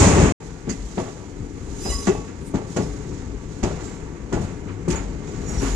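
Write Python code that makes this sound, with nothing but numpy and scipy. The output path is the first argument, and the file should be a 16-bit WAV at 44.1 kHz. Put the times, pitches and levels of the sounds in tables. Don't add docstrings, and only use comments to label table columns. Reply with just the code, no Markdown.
import sys
import numpy as np
from scipy import signal
from scipy.fft import rfft, irfft
from scipy.io import wavfile
from scipy.ndimage import uniform_filter1d, minimum_filter1d

SR = 44100
rng = np.random.default_rng(int(sys.argv[2]) if len(sys.argv) > 2 else 0)


def transcribe(u):
    v = np.clip(np.atleast_2d(u).T, -1, 1)
    q = np.round(v * 32767).astype(np.int16)
    wavfile.write(sys.argv[1], SR, q)


N = 253575
T, HZ = np.arange(N) / SR, np.fft.rfftfreq(N, 1 / SR)

# (frequency [Hz], coherence [0-1])
COHERENCE = [(60, 0.99), (120, 0.89), (250, 1), (500, 0.86), (1000, 0.65), (2000, 0.073), (8000, 0.054)]
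# (frequency [Hz], lead [rad])
RIGHT_LEAD = [(20, 0.4), (60, 0.12), (150, 0.19), (430, 1), (1200, 1), (3000, 0.11)]
# (frequency [Hz], left minus right [dB])
COACH_PAN = [(60, 7.5), (180, 7), (310, 6.5), (540, 2), (930, -4.5), (1600, -0.5), (2800, -5.5)]
HISS_PAN = [(3000, -10.5), (4500, -8), (6500, -7), (8000, -4), (9500, 3.5), (14000, -1)]
RUSH_PAN = [(60, 1.5), (120, 0), (310, 7.5), (540, 3.5), (950, 0), (2800, 2), (4800, -10.5), (7000, -10.5),
            (9000, 0.5)]
CLANG_PAN = [(400, 10), (700, -4.5), (2000, -2), (4500, -17)]
WHEEL_A_PAN = [(1100, 1), (4000, -9), (5000, -5), (7200, -9), (9200, 6), (11100, 8), (13000, 0)]
WHEEL_B_PAN = [(5600, -8), (7000, -8), (9500, -2)]
RING_PAN = [(1000, 0), (4000, -7), (8000, -7), (10000, 0)]

# (frequency [Hz], level [dB])
SWAY_SPECTRUM = [(15, -35), (25, -2), (40, 13), (49, 0), (56, 14.5), (65, 10), (90, -3), (115, 6),
                 (170, -43)]
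RUMBLE_SPECTRUM = [(59, -17), (100, 1.5), (124, -5.5), (159, 2), (189, -1), (237, -3.5), (274, -1),
                   (312, -5), (366, -6), (399, -6.5), (435, -13.5), (529, -17), (560, -18), (730, -53),
                   (1230, -120)]
ROAR_SPECTRUM = [(300, -15), (450, 5), (520, -7), (700, -6.5), (950, -6.5), (1200, -13), (1550, -12.5),
                 (2100, -12), (2700, -18.5), (3400, -26), (4300, -29.5), (6000, -53)]
HISS_SPECTRUM = [(2200, -12.5), (3400, -8), (4400, -6.5), (5500, -4.5), (6300, 0), (6950, 1.5), (7600, -2),
                 (8300, -9.5), (8900, -33), (11400, -34), (13500, -53)]
SIZZLE_SPECTRUM = [(6500, -16), (8200, 0.5), (8900, -1.5), (9800, -9), (11200, -9.5), (12000, -22),
                   (13200, -15), (15000, -35)]
RATTLE_SPECTRUM = [(700, -21), (1000, -0.5), (1600, -1.5), (2600, -2), (3400, -10)]
RUSH_RUMBLE_SPECTRUM = [(15, -40), (28, -17), (40, -7), (50, 2), (60, 4), (78, -3), (110, 1), (170, -2),
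                        (250, -5), (350, -8), (480, -15), (700, -40)]
RUSH_ROAR_SPECTRUM = [(280, -15.5), (420, -6.5), (520, -6.5), (650, -5.5), (1000, -10), (1400, -16),
                      (1850, -15.5), (2600, -16.5), (3300, -24), (4200, -31), (6500, -63)]
RUSH_HISS_SPECTRUM = [(2500, -35), (3500, -11), (4400, -10.5), (5800, -6.5), (6800, -0.5), (7800, -3.5),
                      (8800, -8), (9800, -23.5), (11500, -28.5), (13200, -25.5), (14500, -60)]
RASP_SPECTRUM = [(700, -11), (1500, -14), (2400, 3), (3200, -11), (4200, -5), (5500, 1), (6600, 17),
                 (8200, 4), (9500, -22), (13000, -32)]
SCRAPE_SPECTRUM = [(900, -31), (1600, -2), (2600, -3.5), (3700, -10), (5500, -4.5), (6700, 2), (7800, -2.5),
                   (8900, -21), (11000, -27), (13000, -41), (14800, -60)]
CLANG_SPECTRUM = [(280, -12.5), (420, 3), (520, 0.5), (720, -1.5), (900, -5.5), (1100, -10), (1400, -15),
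                  (1900, -15), (2600, -20.5), (3500, -28), (5000, -32), (7000, -66)]

# (frequency [Hz], width [Hz], boost [dB])
STEEL_RESONANCES = [(188, 8.2, -2.5), (287, 11, 1), (424, 38, 3), (570, 20, -1), (594, 25, 0.5),
                    (785, 20, -0.5), (889, 33, 3.5), (1016, 26, -1), (1141, 45, 6), (1247, 13, 6),
                    (1353, 30, 4.5), (1450, 8.5, 8), (1670, 9, 1.5), (1900, 23, 0), (6570, 55, 4.5),
                    (7050, 180, 2.5)]
# (frequency [Hz], level [dB], t60 [s])
BOGIE_MODES = [(84, 4.5, 0.17), (111.4, 5, 0.14), (147.6, 2, 0.27), (182, 7.5, 0.08), (219, 4, 0.097),
               (266.6, -4.5, 0.4), (291.5, 0.5, 0.17), (355.8, 5, 0.12), (382, 4.5, 0.052),
               (425.6, -6, 0.64), (574, -23, 0.79), (696, -25, 0.39)]
WHEELSET_MODES = [(469.4, -4, 0.26), (587, 6.5, 0.055), (668.5, -6.5, 0.3), (738, -13, 0.29),
                  (845, -1, 0.3), (944, 0.5, 0.1), (1122, -2, 0.13), (1195, -1, 0.16)]
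WEB_MODES = [(1436, 11, 0.17), (1713, 3, 0.17), (1870, 5, 0.11), (1985, 2.5, 0.25), (2520, -10, 0.13),
             (2580, -6, 0.37), (2700, 1, 0.17), (2990, -8, 0.35), (3440, -12, 0.61)]
# (frequency [Hz], level [dB], change at full slip [dB])
WHEEL_A_MODES = [(1140, -52, -14), (1950, -58, 0), (2050, -56, 7), (2570, -68, 4), (2900, -61, 18),
                 (3360, -59, -2), (3940, -52, 2), (5046, -27.5, -24), (5080, -60, -2), (6040, -45, 11),
                 (6100, -43, 0), (7130, -37.5, 1), (7240, -50, 9), (8180, -47, 2), (8220, -48, -1),
                 (9150, -49, 1), (10212, -54, 0), (11080, -46.5, -3), (12750, -64, 2), (13150, -70, 2),
                 (14600, -73, 2), (15100, -72, 2)]
WHEEL_B_MODES = [(5660, -43.5, -20), (6720, -42, 1), (7682, -50, -9), (8000, -61, 0), (8635, -60, -4),
                 (9540, -64, -3), (10519, -70, -3), (11300, -71, -5), (12400, -69, -3), (13080, -70, 0)]

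# (time [s], rumble [dB], roar [dB])
ROLL_LEVELS = [(0.42, -38.5, -45.5), (0.6, -38.5, -46.5), (0.85, -37.5, -46.5), (1.25, -39, -47),
               (1.5, -35.5, -48), (2.0, -34.5, -44), (2.28, -37.5, -45), (2.47, -35.5, -47.5),
               (2.95, -35, -44.5), (3.2, -35, -44.5), (3.5, -36.5, -47), (3.8, -33, -41.5),
               (4.2, -37.5, -46), (4.55, -34, -45.5), (4.82, -33.5, -44.5), (5.3, -33, -43),
               (5.57, -29, -38), (5.75, -33, -38)]
# (time [s], level [dB], length [s], frequency [Hz])
BODY_LURCHES = [(0.84, -31.5, 0.15, 47.3), (2.21, -34, 0.068, 50), (2.906, -33, 0.16, 53.9),
                (5.06, -27.5, 0.092, 51.1), (5.587, -21, 0.027, 63), (5.724, -21.5, 0.12, 53)]
# (peak time [s], hiss [dB], sizzle [dB], build-up [s], t60 [s])
TREAD_CREEPS = [(0.46, -53, -65, 1.1, 0.79), (0.86, -60, -60, 0.16, 0.22), (1.02, -46.5, -58.5, 1.8, 1.03),
                (1.92, -40.5, -50.5, 1.16, 0.83), (2.06, -39, -63, 0.25, 0.41),
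                (2.48, -64, -48, 0.22, 0.14), (2.73, -46, -60, 0.24, 0.55), (2.78, -48.5, -55, 0.6, 1.2),
                (3.18, -50.5, -69, 2.2, 0.85), (3.54, -52, -65, 0.76, 2), (3.85, -47, -59, 0.39, 0.76),
                (4.42, -48.5, -57, 0.14, 0.48), (5.28, -49.5, -66, 0.31, 3), (5.66, -37, -48, 0.73, 1)]
# (time [s], level [dB], hold [s], t60 [s])
GEAR_RATTLES = [(2.274, -46.5, 0.01, .2), (3.715, -50, 0, 0.97), (4.413, -50, 0.069, 0.44),
                (4.675, -44, 0.021, 0.17), (4.902, -39.5, 0.089, 0.26), (5.603, -38.5, 0.071, 0.36)]
# (time [s], rumble [dB], roar [dB], hiss [dB])
RUSH_LEVELS = [(0.0, -14, -22, -22.5), (0.022, -10.5, -16.5, -21.5), (0.08, -12, -21.5, -25.5),
               (0.146, -15.5, -22.5, -30.5), (0.23, -11.5, -22, -30.5), (0.265, -13, -23.5, -33.5),
               (0.315, -21.5, -27, -37.5)]
# (time [s], pressure [dB], slip [0-1])
FLANGE_RUB_A = [(1.68, -39, 0.4), (1.79, -18, 0.8), (1.838, -6.5, 0.37), (1.875, -5.5, 0),
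                (1.895, -2, 0.06), (1.906, 3, 0.9), (1.925, 0, 0.35), (1.965, -4, 0.04), (1.993, -5, 0.15),
                (2.025, -6.5, 0.5), (2.09, -15, 0.4), (2.2, -24, 0.5), (2.55, -49, 0)]
FLANGE_RUB_B = [(5.22, -30, 1), (5.298, -13, 1), (5.379, -21, 1), (5.42, -9, .35), (5.46, -10, 0.32),
                (5.495, 2, 0.11), (5.52, 0.5, 0.18), (5.555, -7, 0), (5.595, -6, 0), (5.64, -11, 0),
                (5.69, -8, 1), (5.75, -6, 1)]
# (time [s], frequency [Hz], level [dB], t60 [s], roughness [0 clear, about 1 scraping])
WHEEL_RINGS = [(0.695, 2034, -46, 0.48, 0.4), (0.697, 4700, -36, 0.08, 1.0), (0.698, 5080, -37, 0.12, 1.0),
               (0.698, 6530, -25, 0.082, 1.0), (0.699, 7260, -33, 0.083, 0.9),
               (1.82, 12600, -54, 0.35, 1.0), (1.825, 7900, -46, 0.2, 1.0), (1.83, 5750, -46, 0.25, 1.0),
               (1.83, 2600, -43.5, 0.5, 0.4), (1.89, 2965, -43, 0.31, 0.37),
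               (1.895, 3970, -40.5, 0.28, 0.36), (1.91, 1995, -33.5, 0.18, 0.6),
               (1.92, 1114, -36.5, 0.56, 0.2), (2.076, 431, -34, 0.85, 0.2), (2.075, 1140, -46, 0.3, .8),
               (2.08, 2625, -45, 0.6, 0.7), (2.08, 3410, -56, 0.7, 0.5), (2.15, 1120, -47, 0.76, 0.3),
               (2.80, 5090, -52, 0.65, .3), (2.90, 6600, -53, 0.66, 0.5), (3.831, 7400, -42, 0.54, 1.1),
               (4.90, 902, -36.5, 0.45, 0.6), (4.955, 6900, -27.5, 0.15, .9), (5.578, 5660, -40, 0.4, 0.2),
               (5.612, 11100, -50, 0.8, .6)]
# (time [s], level [dB], t60 [s], sizzle [dB])
TREAD_SCRAPES = [(0.69, -31.5, 0.18, -51), (0.984, -40.5, 0.14, -55), (2.068, -28.5, 0.15, -54),
                 (2.54, -42.5, 0.23, -60), (2.761, -32, 0.19, -56), (3.630, -28, 0.11, -52),
                 (4.325, -34, 0.15, -55), (4.88, -35.5, 0.19, -47), (4.9, -29.5, 0.2, -46),
                 (5.61, -40.5, 0.94, -54)]
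# (time [s], wheelset [dB], its focus [Hz], web [dB], its focus [Hz])
RAIL_END_HITS = [(.692, -54, 500, -47, 2000), (0.975, -46, 500, -51, 2000), (.991, -36.5, 800, -50, 2300),
                 (2.069, -35, 680, -36, 2140), (2.149, -38, 587, -58, 2600), (2.539, -31.5, 520, -50, 1690),
                 (2.762, -34, 650, -42, 1450), (2.802, -39, 850, -50, 2120), (3.631, -40, 940, -46, 2800),
                 (3.79, -48, 1100, -49, 2000), (4.324, -34.5, 800, -40, 1600),
                 (4.879, -37.5, 920, -51, 1800)]
# (time [s], start pitch [Hz], end pitch [Hz], level [dB], length [s])
BOGIE_BOOMS = [(.673, 215, 189, -24.5, 0.013), (.692, 279, 215, -32, 0.052), (0.976, 228, 184, -27, 0.022),
               (2.069, 252, 147, -18.5, 0.032), (2.083, 335, 442, -19, 0.0453),
               (2.539, 335, 245, -25.5, 0.025), (2.783, 233, 205, -24.5, 0.031),
               (3.646, 230, 195, -32, 0.014), (4.339, 345, 282, -34, 0.065), (4.881, 235, 205, -23, 0.012),
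               (4.895, 384.5, 326, -32, 0.053), (5.625, 280, 265, -29, 0.07)]
# (time [s], thump [dB], clang [dB], clang t60 [s], bogie focus [Hz], rocking [dB])
JOINT_BLOWS = [(0.409, -44, -42, 0.24, 300, -58.5), (0.669, -28, -32.5, 0.28, 240, -52),
               (0.692, -30, -44, 0.24, 270, -50), (.972, -26, -21.5, 0.15, 288, -46),
               (0.996, -39, -35, 0.76, 294, -52), (1.389, -34, -55, 0.12, 130, -35),
               (1.849, -31, -29, 0.38, 355, -48), (2.068, -23, -18, 0.21, 296, -28),
               (2.144, -35, -43, 0.16, 400, -57), (2.537, -21, -29.5, 0.47, 260, -29.5),
               (2.761, -23, -26, 0.37, 330, -35), (2.790, -28.5, -42, .25, 230, -42),
               (3.052, -32.5, -58, 0.18, 161, -48), (3.106, -32, -51, 0.24, 160, -47),
               (3.627, -21.5, -25, 0.48, 285, -20), (3.70, -30, -48, .2, 150, -42),
               (4.322, -22.5, -27.5, 0.6, 302, -27), (4.388, -27, -44, .3, 110, -41),
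               (4.876, -20, -48, 0.94, 298, -28), (4.925, -34, -36.5, 0.82, 330, -45),
               (5.486, -32.5, -40, 1, 380, -48), (5.616, -29, -34, 1, 350, -45)]


def amp(db):
    return 10 ** (np.asarray(db) / 20)


def unit(x):
    return x / np.sqrt(np.mean(x ** 2) + 1e-20)


def per_bin(points):
    hz, value = np.transpose(points)
    return np.interp(np.log(HZ + 1), np.log(hz + 1), value)


def level(rows, column=1):
    rows = np.array(rows)
    return amp(np.interp(T, rows[:, 0], rows[:, column]))


def wander(rate_hz):
    return unit(irfft(rfft(rng.standard_normal(N)) / (1 + (HZ / rate_hz) ** 4), N))


def add(mix, at_s, sound):
    part = mix[..., max(round(at_s * SR), 0):][..., :sound.shape[-1]]
    part += sound[..., :part.shape[-1]]


def power_sum(envelopes):
    return np.sqrt(sum(e ** 2 for e in envelopes))


def blow(at_s, rise_s, t60_s):
    t = np.maximum(T - at_s, 0)
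    return (1 - np.exp(-t / rise_s)) * np.exp(-np.minimum(np.log(1000) * t / t60_s, 20))


def swell(at_s, hold_s, build_s, t60_s):
    before = np.maximum(at_s - T, 0) / build_s
    after = np.maximum(T - at_s - hold_s, 0) / t60_s
    return amp(-60 * np.minimum(before + after, 10))


def lurch(at_s, db, length_s):
    return amp(db) / (1 + (2 * (T - at_s) / length_s) ** 4)


def pan_gains(pan_db):
    return amp([[pan_db / 2], [-pan_db / 2]])


def underfloor(mono, pan_db):
    right = irfft(rfft(mono) * np.exp(1j * per_bin(RIGHT_LEAD)), N)
    return np.array([mono, right]) * pan_gains(pan_db)


def steel_noise(spectrum, pan=COACH_PAN, ripple_db=1.2):
    top_hz = spectrum[-1][0]
    colour_db = per_bin(spectrum) - 20 * np.log10(1 + (HZ / top_hz) ** 4)
    peaks_db = sum(db / (1 + (2 * (HZ - hz) / width_hz) ** 2) for hz, width_hz, db in STEEL_RESONANCES)
    ripple = unit(uniform_filter1d(uniform_filter1d(rng.standard_normal(len(HZ)), 110), 110))
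    left, unrelated = rfft(rng.standard_normal((2, N))) * amp(colour_db + peaks_db + ripple_db * ripple)
    coherence, side = per_bin(COHERENCE), amp(per_bin(pan) / 2)
    right = coherence * left + np.sqrt(1 - coherence ** 2) * unrelated
    right *= np.exp(1j * per_bin(RIGHT_LEAD))
    pair = irfft(np.array([left * side, right / side]), N)
    return pair / np.std(pair.mean(0))


def wheel_tone(hz, waver_hz, flicker_db, fuzz, relative_width):
    def drift(rate_hz, channels=2):
        pole = np.exp(-2 * np.pi * rate_hz / SR)
        return unit(signal.lfilter([1], [1, -2 * pole, pole ** 2], rng.standard_normal((channels, SR))))
    phase = 2 * np.pi * np.cumsum(hz + waver_hz * drift(37, channels=1)) / SR
    line = amp(flicker_db * drift(18)) * np.sin(phase)
    skirt = drift(relative_width * hz) * np.sin(phase) + drift(relative_width * hz) * np.cos(phase)
    return unit(line + fuzz * skirt)


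def strike(modes, focus_hz, db_per_octave, rise_s):
    t = np.arange(SR // 2) / SR
    hz, mode_db, t60_s = np.transpose(modes)[:, :, None]
    share = rng.choice([-1, 1], hz.shape) * amp(mode_db - db_per_octave * abs(np.log2(hz / focus_hz)))
    partials = share * amp(-60 * t / t60_s) * np.sin(2 * np.pi * hz * t)
    ring = partials.sum(0) * (1 - np.exp(-t / rise_s))
    return ring / np.std(ring[:SR // 50])


def rolling(sway_db=-3, drone_db=-23, shudder_db=-23, heave_db=3, judder_db=0.1, grit_db=0.86):
    running = level(ROLL_LEVELS)
    rocking = power_sum(amp(db) * blow(s, rise_s=0.007, t60_s=0.79) for s, *_, db in JOINT_BLOWS)
    drone = power_sum(amp(db + drone_db) * blow(s, rise_s=0.033, t60_s=0.81)
                      for s, db, *_ in JOINT_BLOWS)
    shudder = power_sum(lurch(s, db + shudder_db, length_s) for s, db, length_s, _ in BODY_LURCHES)
    motion = power_sum([amp(sway_db) * running, rocking, shudder])
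    sway = motion * steel_noise(SWAY_SPECTRUM) * amp(heave_db * wander(2.5))
    judder = amp(judder_db * wander(18))
    rumble = power_sum([running, drone]) * steel_noise(RUMBLE_SPECTRUM) * judder
    roar = level(ROLL_LEVELS, column=2) * steel_noise(ROAR_SPECTRUM) * amp(grit_db * wander(45))
    return sway + rumble + roar


def body_bounces(waver_hz=3):
    drift_hz = waver_hz * wander(11.7)
    out = sum(lurch(s, db, length_s) * unit(np.sin(2 * np.pi * np.cumsum(hz + drift_hz) / SR))
              for s, db, length_s, hz in BODY_LURCHES)
    return underfloor(out, pan_db=4)


def tread_hiss(steady_hiss_db=-56.5, steady_sizzle_db=-69.5, grit_db=1):
    hiss, sizzle = [amp(steady_hiss_db)], [amp(steady_sizzle_db)]
    for s, hiss_db, sizzle_db, build_s, t60_s in TREAD_CREEPS:
        creep = swell(s, 0, build_s, t60_s)
        hiss.append(amp(hiss_db) * creep)
        sizzle.append(amp(sizzle_db) * creep)
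    for s, db, _, sizzle_db in TREAD_SCRAPES:
        tail = amp(db) * blow(s, rise_s=0.017, t60_s=1)
        hiss.append(amp(-14.5) * tail)
        sizzle.append(amp(-38) * tail + amp(sizzle_db) * blow(s, rise_s=0.0023, t60_s=0.35))
    out = power_sum(hiss) * steel_noise(HISS_SPECTRUM, HISS_PAN)
    out += power_sum(sizzle) * steel_noise(SIZZLE_SPECTRUM, HISS_PAN)
    return out * amp(grit_db * wander(55))


def gear_rattles(rise_s=0.0081, grit_db=0.5):
    envelope = power_sum(
        amp(db) * (1 - np.exp(-np.maximum(T - s, 0) / rise_s)) * swell(s, hold_s, rise_s, t60_s)
        for s, db, hold_s, t60_s in GEAR_RATTLES)
    return envelope * steel_noise(RATTLE_SPECTRUM) * amp(grit_db * wander(110))


def rush():
    rumble = level(RUSH_LEVELS, column=1) * steel_noise(RUSH_RUMBLE_SPECTRUM, RUSH_PAN)
    roar = level(RUSH_LEVELS, column=2) * steel_noise(RUSH_ROAR_SPECTRUM, RUSH_PAN)
    hiss = level(RUSH_LEVELS, column=3) * steel_noise(RUSH_HISS_SPECTRUM, RUSH_PAN)
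    return rumble + roar + hiss


def flange_rasp(db=-51, grit_db=3):
    grinding = steel_noise(RASP_SPECTRUM, HISS_PAN) * amp(grit_db * wander(160))
    return amp(db) * level(FLANGE_RUB_A) * grinding


def flange_squeal(modes, rub, pan, flutter_db=0.8):
    times_s, _, slips = np.transpose(rub)
    slip = np.interp(times_s[0] + T[:SR], times_s, slips)
    out = np.zeros((2, N))
    for hz, db, slip_db in modes:
        sides = pan_gains(np.interp(hz, *np.transpose(pan)))
        tone = wheel_tone(hz, waver_hz=11, flicker_db=1.6, fuzz=0.5 * np.sqrt(hz / 7000),
                          relative_width=np.hypot(0.006, 30 / hz))
        add(out, times_s[0], amp(db + slip_db * slip) * sides * tone)
    return out * level(rub) * amp(flutter_db * wander(140))


def wheel_rings(rise_s=0.0016, rough_rise_s=0.0028):
    t, out = np.arange(SR) / SR, np.zeros((2, N))
    for s, hz, db, t60_s, rough in WHEEL_RINGS:
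        envelope = (1 - np.exp(-t / (rise_s + rough_rise_s * rough))) * amp(db - 60 * t / t60_s)
        sides = pan_gains(np.interp(hz, *np.transpose(RING_PAN)))
        tone = wheel_tone(hz, waver_hz=7, flicker_db=1.5, fuzz=2.7 * rough, relative_width=0.018 * rough)
        add(out, s, envelope * tone * sides)
    return out


def tread_scrapes(rise_s=0.0033, grit_db=2.5):
    envelope = power_sum(amp(db) * blow(s, rise_s, t60_s) for s, db, t60_s, _ in TREAD_SCRAPES)
    return envelope * steel_noise(SCRAPE_SPECTRUM, HISS_PAN) * amp(grit_db * wander(220))


def steel_clangs(rise_s=0.0064, echo_db=-15, rattle_db=1.85):
    direct = power_sum(amp(db) * blow(s, rise_s, t60_s) for s, _, db, t60_s, *_ in JOINT_BLOWS)
    echo = power_sum(amp(db + echo_db) * blow(s, rise_s=0.013, t60_s=0.53)
                     for s, _, db, *_ in JOINT_BLOWS)
    envelope = power_sum([direct, echo])
    return envelope * steel_noise(CLANG_SPECTRUM, CLANG_PAN) * amp(rattle_db * wander(65))


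def wheel_clanks():
    wheelset, web = np.zeros((2, N))
    for s, db, focus_hz, web_db, web_hz in RAIL_END_HITS:
        add(wheelset, s, amp(db) * strike(WHEELSET_MODES, focus_hz, db_per_octave=8, rise_s=0.001))
        add(web, s, amp(web_db) * strike(WEB_MODES, web_hz, db_per_octave=11, rise_s=0.0059))
    return underfloor(wheelset, pan_db=3) + underfloor(web, pan_db=-1)


def bogie_booms(skew=0.66):
    out = np.zeros(N)
    for s, start_hz, end_hz, db, length_s in BOGIE_BOOMS:
        progress = np.arange(0, length_s, 1 / SR) / length_s
        phase = 2 * np.pi * np.cumsum(start_hz + (end_hz - start_hz) * progress) / SR
        add(out, s, amp(db) * unit(np.sin(np.pi * progress ** skew) * np.sin(phase)))
    return underfloor(out, pan_db=5)


def joint_thumps(chatter=0.39, contacts_per_s=400, settle_s=0.035, rise_s=0.01, db_per_octave=4):
    t, out = np.arange(SR // 2) / SR, np.zeros(N)
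    hz, mode_db, t60_s = np.transpose(BOGIE_MODES)[:, :, None]
    for s, thump_db, _, _, focus_hz, _ in JOINT_BLOWS:
        force = chatter * rng.standard_normal(len(t)) * np.exp(-t / settle_s)
        contacts = force * (rng.random(len(t)) < contacts_per_s / SR)
        contacts[0] = 1
        modes = rng.choice([-1, 1], hz.shape) * amp(-60 * t / t60_s) * np.sin(2 * np.pi * hz * t)
        ringing = signal.fftconvolve(contacts[None], modes, axes=1)[:, :len(t)]
        share = amp(mode_db - db_per_octave * abs(np.log2(hz / focus_hz)))
        thump = (share * ringing / ringing.std(1, keepdims=True)).sum(0) * (1 - np.exp(-t / rise_s))
        add(out, s, amp(thump_db) * thump / np.std(thump[:SR // 25]))
    return underfloor(out, pan_db=5)


def scene(rush_end_s=0.324, roll_start_s=0.4):
    background = rolling() + body_bounces() + tread_hiss() + gear_rattles()
    flanges = flange_rasp() + flange_squeal(WHEEL_A_MODES, FLANGE_RUB_A, WHEEL_A_PAN)
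    flanges += flange_squeal(WHEEL_B_MODES, FLANGE_RUB_B, WHEEL_B_PAN)
    clacks = wheel_rings() + tread_scrapes() + steel_clangs() + wheel_clanks()
    clacks += bogie_booms() + joint_thumps()
    rush_gate = np.clip((rush_end_s - T) / 0.001, 0, 1)
    roll_gate = np.clip((T - roll_start_s) / 0.0042, 0, 1)
    return rush() * rush_gate + (background + flanges + clacks) * roll_gate


def record(dry):
    ceiling, cutoff_hz = 0.95, 15400
    max_gain = np.minimum(1, ceiling / (abs(dry).max(0) + 1e-9))
    gain = uniform_filter1d(minimum_filter1d(max_gain, size=301), size=301)
    lowpass = signal.firwin(511, cutoff_hz, window=("kaiser", 9), fs=SR)
    return signal.oaconvolve(dry * gain, lowpass[None], "same")


dry = scene()
out = record(dry)
transcribe(out)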